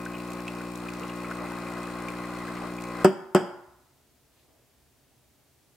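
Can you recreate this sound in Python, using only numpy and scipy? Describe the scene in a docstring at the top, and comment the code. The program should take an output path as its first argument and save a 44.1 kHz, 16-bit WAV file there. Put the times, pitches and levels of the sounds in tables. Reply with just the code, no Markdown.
"""An espresso machine hums and buzzes while two thin streams of coffee trickle and plip into a cup.
The hum is the pump's piston thumping about 60 times a second; each plip is a ringing bubble.
The hum cuts off abruptly, and a steel milk pitcher is knocked twice on the stone counter:
it clacks, rings and shakes things nearby. The kitchen echoes briefly,
then only its quiet air is left, with one faint swish."""
import sys
import numpy as np
from scipy import signal
from scipy.fft import rfft, irfft
from scipy.io import wavfile

SR = 44100
rng = np.random.default_rng(int(sys.argv[2]) if len(sys.argv) > 2 else 0)


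def pcm_store(signal):
    """Save signal as 16-bit PCM."""
    levels = np.round(np.clip(np.atleast_2d(signal), -1, 1) * 32767)
    wavfile.write(sys.argv[1], SR, levels.astype(np.int16).T)


N = 254000
TIME = np.arange(N) / SR
PUMP_HZ, SHOT_END_S = 59.995, 3.041  # the "shot" is the time the coffee runs

# even noise, with no tone colour: pitch_hz, level_db
WHITE = [(20, 0), (20000, 0)]
# how alike left and right sound: pitch_hz, likeness (1 = the same)
LIKENESS = [(60, 1), (300, 0.49), (1200, .9), (2400, 0.67), (4400, 0.46), (8000, .52), (15000, .2)]
# tone of the quiet room: pitch_hz, level_db
AIR_TONE = [(15, -41.5), (25, -18.5), (43, -13), (64, -0.5), (104, -6.5), (140, -1), (164, -12.5),
            (289, -7.5), (331, -12), (368, -8.5), (537, -16), (598, -12.5), (1170, -20.5), (15500, -24.5)]
# the kitchen's echo: pitch_hz, fade_s (always the time to drop 60 dB), level_db
KITCHEN_ECHO = [(100.9, 0.28, -5.5), (200.6, 0.59, 3.5), (403.5, 0.54, -0.5), (1000, 0.94, -5),
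                (2200, 0.67, -2), (5000, .45, -9.5), (8000, 0.45, -6.5), (15160, 0.35, -2)]

# the notes that make up the hum: multiple (of the pump's rate), level_db
HUM_OVERTONES = [(1, -10), (2, -5), (3, 3), (4, 0), (5, 2.5), (6, -0.5), (7, -14), (8, -8.5), (9, -8),
                 (10, -11), (11, -14), (12, -27), (13, -11.5), (14, -12), (15, -18.5), (16, -36),
                 (17, -7.5), (18, -4), (19, -33.5), (20, -13.5), (21, -9), (22, -25), (23, -17.5),
                 (24, -14.5), (25, -20.5), (26, -18), (27, -21), (28, -19), (29, -28), (30, -26), (31, -19),
                 (32, -18.5), (33, -19), (34, -15), (35, -22), (36, -44), (37, -28.5), (38, -24),
                 (39, -24.5), (40, -23), (41, -20.5), (42, -21), (43, -21)]
# overtones swell as the pump works against the packed coffee: time_s, level_db
PUMP_STRAIN = [(0, 1), (.9, -1), (1.4, 2), (2.0, 3.5), (2.6, -1), (3.04, 4.5)]
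# tone of the pump's hiss: pitch_hz, level_db
HISS_TONE = [(1500, -13), (2900, 3.5), (3500, 1.5), (4400, 0.5), (6200, -4.5), (7200, -0.5), (8600, -4),
             (10300, -4), (11500, -14), (13000, -14), (16000, -15.5)]
# where the machine's casing rings: pitch_hz, width_hz, level_db
CASING_RINGS = [(3880, 180, -0.5), (4200, 200, 4), (4650, 200, -1.5), (5100, 150, -2), (5470, 180, -1),
                (7150, 280, -5.5), (8310, 140, -5), (8500, 310, -3)]

# the streams start thin, fill out and falter once near the end: time_s, level_db
FLOW = [(0, -18), (.16, -16), (.25, -8), (.55, -8), (.77, -10), (1.02, -1), (1.16, -5), (1.26, -1.5),
        (1.9, -1), (2.4, 1), (2.67, 0), (2.79, -16), (2.98, 1.5)]
# tone of the low gurgle: pitch_hz, level_db
GURGLE_TONE = [(40, -12.5), (110, -6), (190, -1.5), (400, -0.5), (600, 2), (850, -2.5), (1100, 2.5),
               (1800, -10), (4000, -47)]
# tone of the brighter splash: pitch_hz, level_db
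SPLASH_TONE = [(500, -21), (900, -11.5), (1150, 5.5), (1400, -0.5), (1750, -14), (2030, 5.5), (2300, -13),
               (3200, -15), (6000, -38)]
# thick blobs of coffee: middle_s, level_db (compared with the steady gurgle)
GLUGS = [(.135, 2), (.32, 1), (.85, 0), (1.03, 4.5), (1.44, 5), (1.68, -3), (1.765, 2), (2.635, 5.5),
         (3.0, -1)]
# the largest bubbles in the cup: start_s, level_db, pitch_hz
BIG_BUBBLES = [(0.0615, -27, 1510), (0.4798, -25, 2570), (0.607, -30, 1435), (0.8618, -30, 1270),
               (0.8855, -27.5, 2445), (1.0937, -33.5, 2780), (1.2452, -30.5, 1320), (1.3117, -22, 1450),
               (2.0845, -26.5, 2340), (2.4505, -31.5, 1330), (2.4805, -30, 1560), (2.7852, -33.5, 2430),
               (3.0131, -32.5, 1530)]
# the sharpest droplets spitting at the spouts: start_s, level_db
SPITS = [(0.0535, -36.5), (0.3045, -40), (0.4792, -35.5), (0.7560, -34.5), (0.9362, -37.5), (1.312, -39.5),
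         (2.085, -35)]

# things on the counter that ring along: pitch_hz, level_db, fade_s
COUNTER_NOTES = [(180.9, -25, 0.26), (351.6, -30, 0.72), (566, -32.5, 0.58), (813, -35.5, 0.64),
                 (900, -39, 0.68), (1015, -41, 0.84), (1100, -39.5, 0.42), (1430, -42, .5)]
# clusters of close notes in the pitcher's thin wall: pitch_hz, width_hz, level_db
WALL_RINGS = [(3170, 330, 0), (4930, 400, -.5), (5650, 350, -12), (7000, 400, -9), (8000, 550, -6.5),
              (10350, 500, -17), (14400, 700, -24)]
# how long the wall rings: pitch_hz, fade_s
WALL_FADE = [(3000, .52), (5000, .6), (8000, .42), (10500, .24), (14500, .1)]
# tone of steel meeting stone: pitch_hz, level_db
CLACK_TONE = [(50, -43), (170, -4), (450, -6), (800, -1.5), (1380, -5), (2000, -18), (2750, -22.5),
              (3200, -19.5), (4050, -44), (4900, -19.5), (6350, -34), (8100, -19), (9100, -35.5),
              (14500, -35)]
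# how long that clack lasts: pitch_hz, fade_s
CLACK_FADE = [(150, 0.24), (1000, 0.075), (3000, 0.15), (8000, 0.059), (15000, 0.021)]
# notes of the pitcher with milk in it: pitch_hz, level_db, fade_s
PITCHER_NOTES = [(195.2, -10.5, 0.14), (217, -29.5, 0.17), (376.6, -6.5, 0.19), (381.4, -29.5, 0.88),
                 (593.2, -14.5, 0.13), (753, -13, 0.063), (944, -25.5, 0.1), (1074, -23, 0.053),
                 (1242, -25.5, 0.057), (1520, -28, 0.05), (1710, -32.5, .08), (2590, -35.5, .12)]
# the two knocks: start_s, ring_db, clack_db, pitch_factor, length_factor, room_db, shake_db,
# slap_delay_s, rebound_delay_s
KNOCKS = [(3.0451, 0, -14.5, 1.0, 0.99, -13.5, -3, 0.0024, 0.0078),
          (3.3478, -2.5, -16.5, 0.98, 0.8, -11.5, -1, 0.00066, .0118)]


def amp(db):
    """Turns decibels into a number to multiply by."""
    return 10 ** (np.asarray(db) / 20)


def unit(x):
    """Scales a signal to an average strength (rms) of one."""
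    return x / np.sqrt(np.mean(x ** 2) + 1e-20)


def look_up(rows, hz, column=1):
    """A table's value at any pitch, sliding between its rows."""
    table = np.transpose(rows)
    return np.interp(np.log(hz + 1), np.log(table[0] + 1), table[column])


def level(rows):
    """Turns (time_s, level_db) rows into a volume curve."""
    return amp(np.interp(TIME, *np.transpose(rows)))


def add(mix, start_s, sound):
    """Lays a sound into the mix."""
    part = mix[..., max(round(start_s * SR), 0):][..., :sound.shape[-1]]
    part += sound[..., :part.shape[-1]]


def pan(left_db):
    """Left and right volumes for a sound that is left_db louder on the left."""
    return amp(np.array([[left_db], [-left_db]]) / 2)


def drift(rate_hz):
    """A smooth random wander."""
    hz = np.fft.rfftfreq(N, 1 / SR)
    return unit(irfft(rfft(rng.standard_normal(N)) * np.exp(-(hz / rate_hz) ** 2), N))


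def moments(per_s):
    """Random times while the coffee runs."""
    return TIME[(rng.random(N) < per_s / SR) & (TIME < SHOT_END_S)]


def noise(tone, size=N):
    """Stereo noise with a given tone; left and right are less alike in the treble."""
    hz = np.fft.rfftfreq(size, 1 / SR)
    same = look_up(LIKENESS, hz)
    mid, side = rfft(rng.standard_normal((2, size))) * np.sqrt([1 + same, 1 - same])
    return unit(irfft(np.array([mid + side, mid - side]) * amp(look_up(tone, hz)), size))


def ringing(peaks, size=N):
    """Noise that rings around a few pitches."""
    hz = np.fft.rfftfreq(size, 1 / SR)
    shape = sum(amp(db) / (1 + ((hz - centre) / (.75 * width)) ** 2) ** 1.5
                for centre, width, db in peaks)
    return unit(irfft(rfft(noise(WHITE, size)) * shape, size))


def fade(x, fade_times, tone=None):
    """Lets each pitch die at its own speed; the third column of tone sets its starting level."""
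    hz, t, bands = signal.stft(x, SR, nperseg=256)
    db = -60 * t / look_up(fade_times, hz)[:, None]
    if tone:
        db += look_up(tone, hz, column=2)[:, None]
    return signal.istft(bands * amp(db), SR, nperseg=256)[1][:, :x.shape[1]]


def room_air(level_db=-64):
    """The soft, steady rush of the quiet kitchen."""
    return amp(level_db) * noise(AIR_TONE)


def swish(bright_db=-70, dull_db=-69):
    """A faint swish in the quiet, with a duller swell trailing it."""
    bright = noise([(1200, -12), (2500, 0), (3100, -4), (3700, 0), (5000, -7), (15000, -14)])
    bright *= np.exp(-((TIME - 4.4) / .08) ** 2)
    dull = noise([(150, -20), (320, 0), (650, 0), (1400, -14), (4000, -35)])
    dull *= np.exp(-((TIME - 4.52) / .14) ** 2)
    return amp(bright_db) * bright + amp(dull_db) * dull


def kitchen_echo(x, build_s=.0035):
    """Sound bounces off cupboards and tiles; the echoes build up, then die away."""
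    tail = fade(noise(WHITE, SR), KITCHEN_ECHO, tone=KITCHEN_ECHO)
    tail *= 1 - np.exp(-(TIME[:SR] / build_s) ** 2)
    return signal.fftconvolve(x, tail / np.linalg.norm(tail[0]), axes=1)[:, :N]


def stroke_swell(position, sharpness):
    """One swell in every pump cycle, at a position from 0 to 1."""
    return np.exp(sharpness * (np.cos(2 * np.pi * (PUMP_HZ * TIME - position)) - 1))


def pump_buzz(rattle_db=-51.5, hiss_db=-55, casing_db=-57.5, settle_db_per_s=1):
    """A loose part rattles out and back, slowly settling; each push hisses through the casing."""
    shake = .12 + stroke_swell(.18, 2.8) + .65 * stroke_swell(.89, 5)
    push = .85 + stroke_swell(.25, 1.8) + .3 * stroke_swell(.52, 3)
    rattle = noise([(1900, -35), (2350, -2.5), (2520, 2), (2700, -7), (3000, -22.5)])
    rattle = amp(rattle_db - settle_db_per_s * TIME) * unit(rattle * shake)
    hiss = amp(hiss_db) * noise(HISS_TONE) + amp(casing_db) * ringing(CASING_RINGS)
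    hiss *= unit(push) * amp(.5 * drift(25))
    hiss *= level(FLOW) ** .18  # follows the flow only a little
    return rattle * pan(.98) + hiss * pan(2.5)


def pump_hum(hum_db=-36, thump_at=.2, bend_hz=370, scatter_hz=560):
    """The piston thumps each cycle; panels delay, smear and shake its higher overtones."""
    out, shakes = np.zeros((2, N)), [drift(9.1) for _ in range(6)]
    for multiple, db in HUM_OVERTONES:
        hz = multiple * PUMP_HZ
        loose = min((hz / scatter_hz) ** 4, 1)  # near 0 for steady low notes, 1 for shaky high ones
        lag, width = rng.standard_normal(2)
        shake = 1 + (.025 + .17 * loose) * shakes[rng.integers(len(shakes))]
        cycles = multiple * (PUMP_HZ * TIME - thump_at) - (hz / bend_hz) ** 2
        stereo_shift = np.array([[1], [-1]]) * (.13 + .1 * loose * width)
        wave = np.cos(2 * np.pi * cycles + 2 * loose * lag + stereo_shift)
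        left_db = look_up([(110, -2.7), (200, 0), (380, 3)], hz)
        out += amp(db) * level(PUMP_STRAIN) ** loose * shake * wave * pan(left_db)
    return amp(hum_db) * unit(out)


def foam(per_s=60, tick_s=.0007):
    """Tiny ticks of foam bursting."""
    ticks = (rng.random(N) < per_s / SR) * rng.random(N) ** 2
    bursts = signal.oaconvolve(ticks, np.exp(-TIME[:512] / tick_s))[:N]
    return unit(bursts * noise([(1500, -10), (3000, 5), (9000, 5), (16000, -4)]))


def plip(hz, rise_per_s=4.1, attack_s=.0012, fade_s=.028):
    """A bubble rings and climbs in pitch as it reaches the surface."""
    t = TIME[:SR // 20]
    wave = np.sin(2 * np.pi * hz * (t + rise_per_s * t ** 2 / 2))
    return wave * (1 - np.exp(-t / attack_s)) * amp(-60 * t / fade_s)


def trickle(low_hz, high_hz, spread_db, per_s=130, sizes=24):
    """A swarm of small bubbles of many sizes."""
    out = np.zeros((2, N))
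    for hz in np.geomspace(low_hz, high_hz, sizes):
        starts = rng.random(N) < per_s / sizes / SR
        strengths = amp(spread_db * np.minimum(rng.exponential(1, N), 3))
        bubbles = signal.oaconvolve(starts * strengths, plip(hz * rng.uniform(.92, 1.03)))[:N]
        out += bubbles * pan(rng.uniform(-2.3, 3.8))
    return unit(out)


def glugs(half_length_s=.024):
    """The gurgle's volume: steady, with a short swell for each thick blob of coffee."""
    swells = [amp(db) * np.exp(-((TIME - s) / half_length_s) ** 2 / 2) for s, db in GLUGS]
    return np.sqrt(1 + sum(swell ** 2 for swell in swells))


def pour(gurgle_db=-46, splash_db=-47, deep_db=-52, small_db=-51, foam_db=-63):
    """The streams churn the coffee: a low gurgle and a brighter splash, under crackling foam."""
    gurgle = amp(gurgle_db) * noise(GURGLE_TONE) * amp(1.5 * drift(30))
    gurgle += amp(deep_db) * trickle(450, 1000, spread_db=2.3)
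    splash = amp(splash_db) * noise(SPLASH_TONE) * amp(drift(40))
    splash += amp(small_db) * trickle(1000, 1700, spread_db=2)
    flow = level(FLOW)  # the splash follows it fully, the gurgle only a little
    return (flow ** .2 * glugs() * gurgle + flow * splash + amp(foam_db) * foam()) * pan(1.8)


def drops(bubble_db=1, splat_db=-9, splat_s=.0044, spit_db=-5, spit_s=.0031, room_db=-12):
    """Large bubbles, each with the splat that makes it, and sharp spits; fainter ones come at random."""
    out, t = np.zeros((2, N)), TIME[:1024]
    faint_bubbles = [(s, rng.normal(-37, .5), rng.uniform(1400, 3000)) for s in moments(per_s=5.7)]
    faint_spits = [(s, rng.normal(-42, 3)) for s in moments(per_s=4)]
    for start_s, db, hz in BIG_BUBBLES + faint_bubbles:
        add(out, start_s, amp(db + bubble_db) * plip(hz) * pan(.9))
        splat = ringing([(hz * 1.045, hz * .49, 0)], len(t))
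        add(out, start_s, amp(db + splat_db) * splat * np.exp(-t / splat_s))
    for start_s, db in SPITS + faint_spits:
        spray = noise([(1000, -13), (3000, 8.5), (8000, 12), (16000, -3.5)], len(t))
        add(out, start_s, amp(db + spit_db) * spray * np.exp(-t / spit_s))
    return out + amp(room_db) * kitchen_echo(out)


def after_ring(t, swell_s=.015, wall_db=-43):
    """Things on the counter ring along, and the pitcher's thin wall shimmers on."""
    nearby = sum(amp(db - 60 * t / fade_s) * np.sin(2 * np.pi * hz * t + rng.normal(0, .3, (2, 1)))
                 for hz, db, fade_s in COUNTER_NOTES)
    shimmer = amp(wall_db) * fade(ringing(WALL_RINGS, len(t)), WALL_FADE)
    return nearby * (1 - np.exp(-t / swell_s)) + shimmer


def slap(t, slap_db=-6, slap_s=.0016):
    """The bright snap of flat steel on stone."""
    snap = noise([(1500, -13.5), (3000, -7.5), (4000, -15), (4900, 3), (6300, -5), (8100, 3),
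                  (12000, -14.5), (14500, -3.5), (16000, -10)], len(t))
    return amp(slap_db) * snap * np.exp(-t / slap_s)


def pitcher_ring(t, pitch_factor, length_factor, contact_s=.0033):
    """The blow presses the steel in; let go, it swings with low notes that the milk soon stills."""
    angle_per_hz = 2 * np.pi * pitch_factor * (t - contact_s)
    ring = sum(amp(db - 60 * t / (fade_s * length_factor)) * np.cos(hz * angle_per_hz)
               for hz, db, fade_s in PITCHER_NOTES)
    return -ring * np.minimum(t / contact_s, 1) ** 2


def knock(start_s, ring_db, clack_db, pitch_factor, length_factor, room_db, shake_db,
          slap_delay_s, rebound_delay_s, rebound_db=-5):
    """The rim clacks on the stone, the base slaps flat and rocks once, and pitcher and counter ring."""
    t, hit, body = TIME[:SR], np.zeros((2, N)), np.zeros((2, N))
    for delay_s, db in ((0, clack_db), (rebound_delay_s, clack_db + rebound_db)):
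        add(hit, start_s + delay_s, amp(db) * fade(noise(CLACK_TONE, SR), CLACK_FADE))
    add(hit, start_s + slap_delay_s, amp(clack_db) * slap(t))
    add(body, start_s, amp(ring_db) * pitcher_ring(t, pitch_factor, length_factor))
    add(body, start_s, amp(shake_db) * after_ring(t))
    out = hit + body + amp(room_db) * kitchen_echo(hit + .18 * body)
    # the pitcher is too small to give off deep bass
    return signal.sosfilt(signal.butter(3, 125, "high", fs=SR, output="sos"), out)


def scene():
    """The coffee's sounds run, then cut off abruptly; two knocks follow in the quiet kitchen."""
    air = room_air()
    running = np.clip((SHOT_END_S - TIME) / .002, 0, 1)
    espresso = running * (pump_hum() + pump_buzz() + pour() + drops())
    knocks = sum(knock(*row) for row in KNOCKS)
    return air + swish() + espresso + knocks


def record(dry, top_hz=15850):
    """Clips any peak beyond full volume, then cuts the highest treble."""
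    lowpass = signal.firwin(511, top_hz, window=("kaiser", 9), fs=SR)
    return signal.oaconvolve(np.clip(dry, -1, 1), lowpass[None], "same")


dry = scene()
out = record(dry)
pcm_store(out)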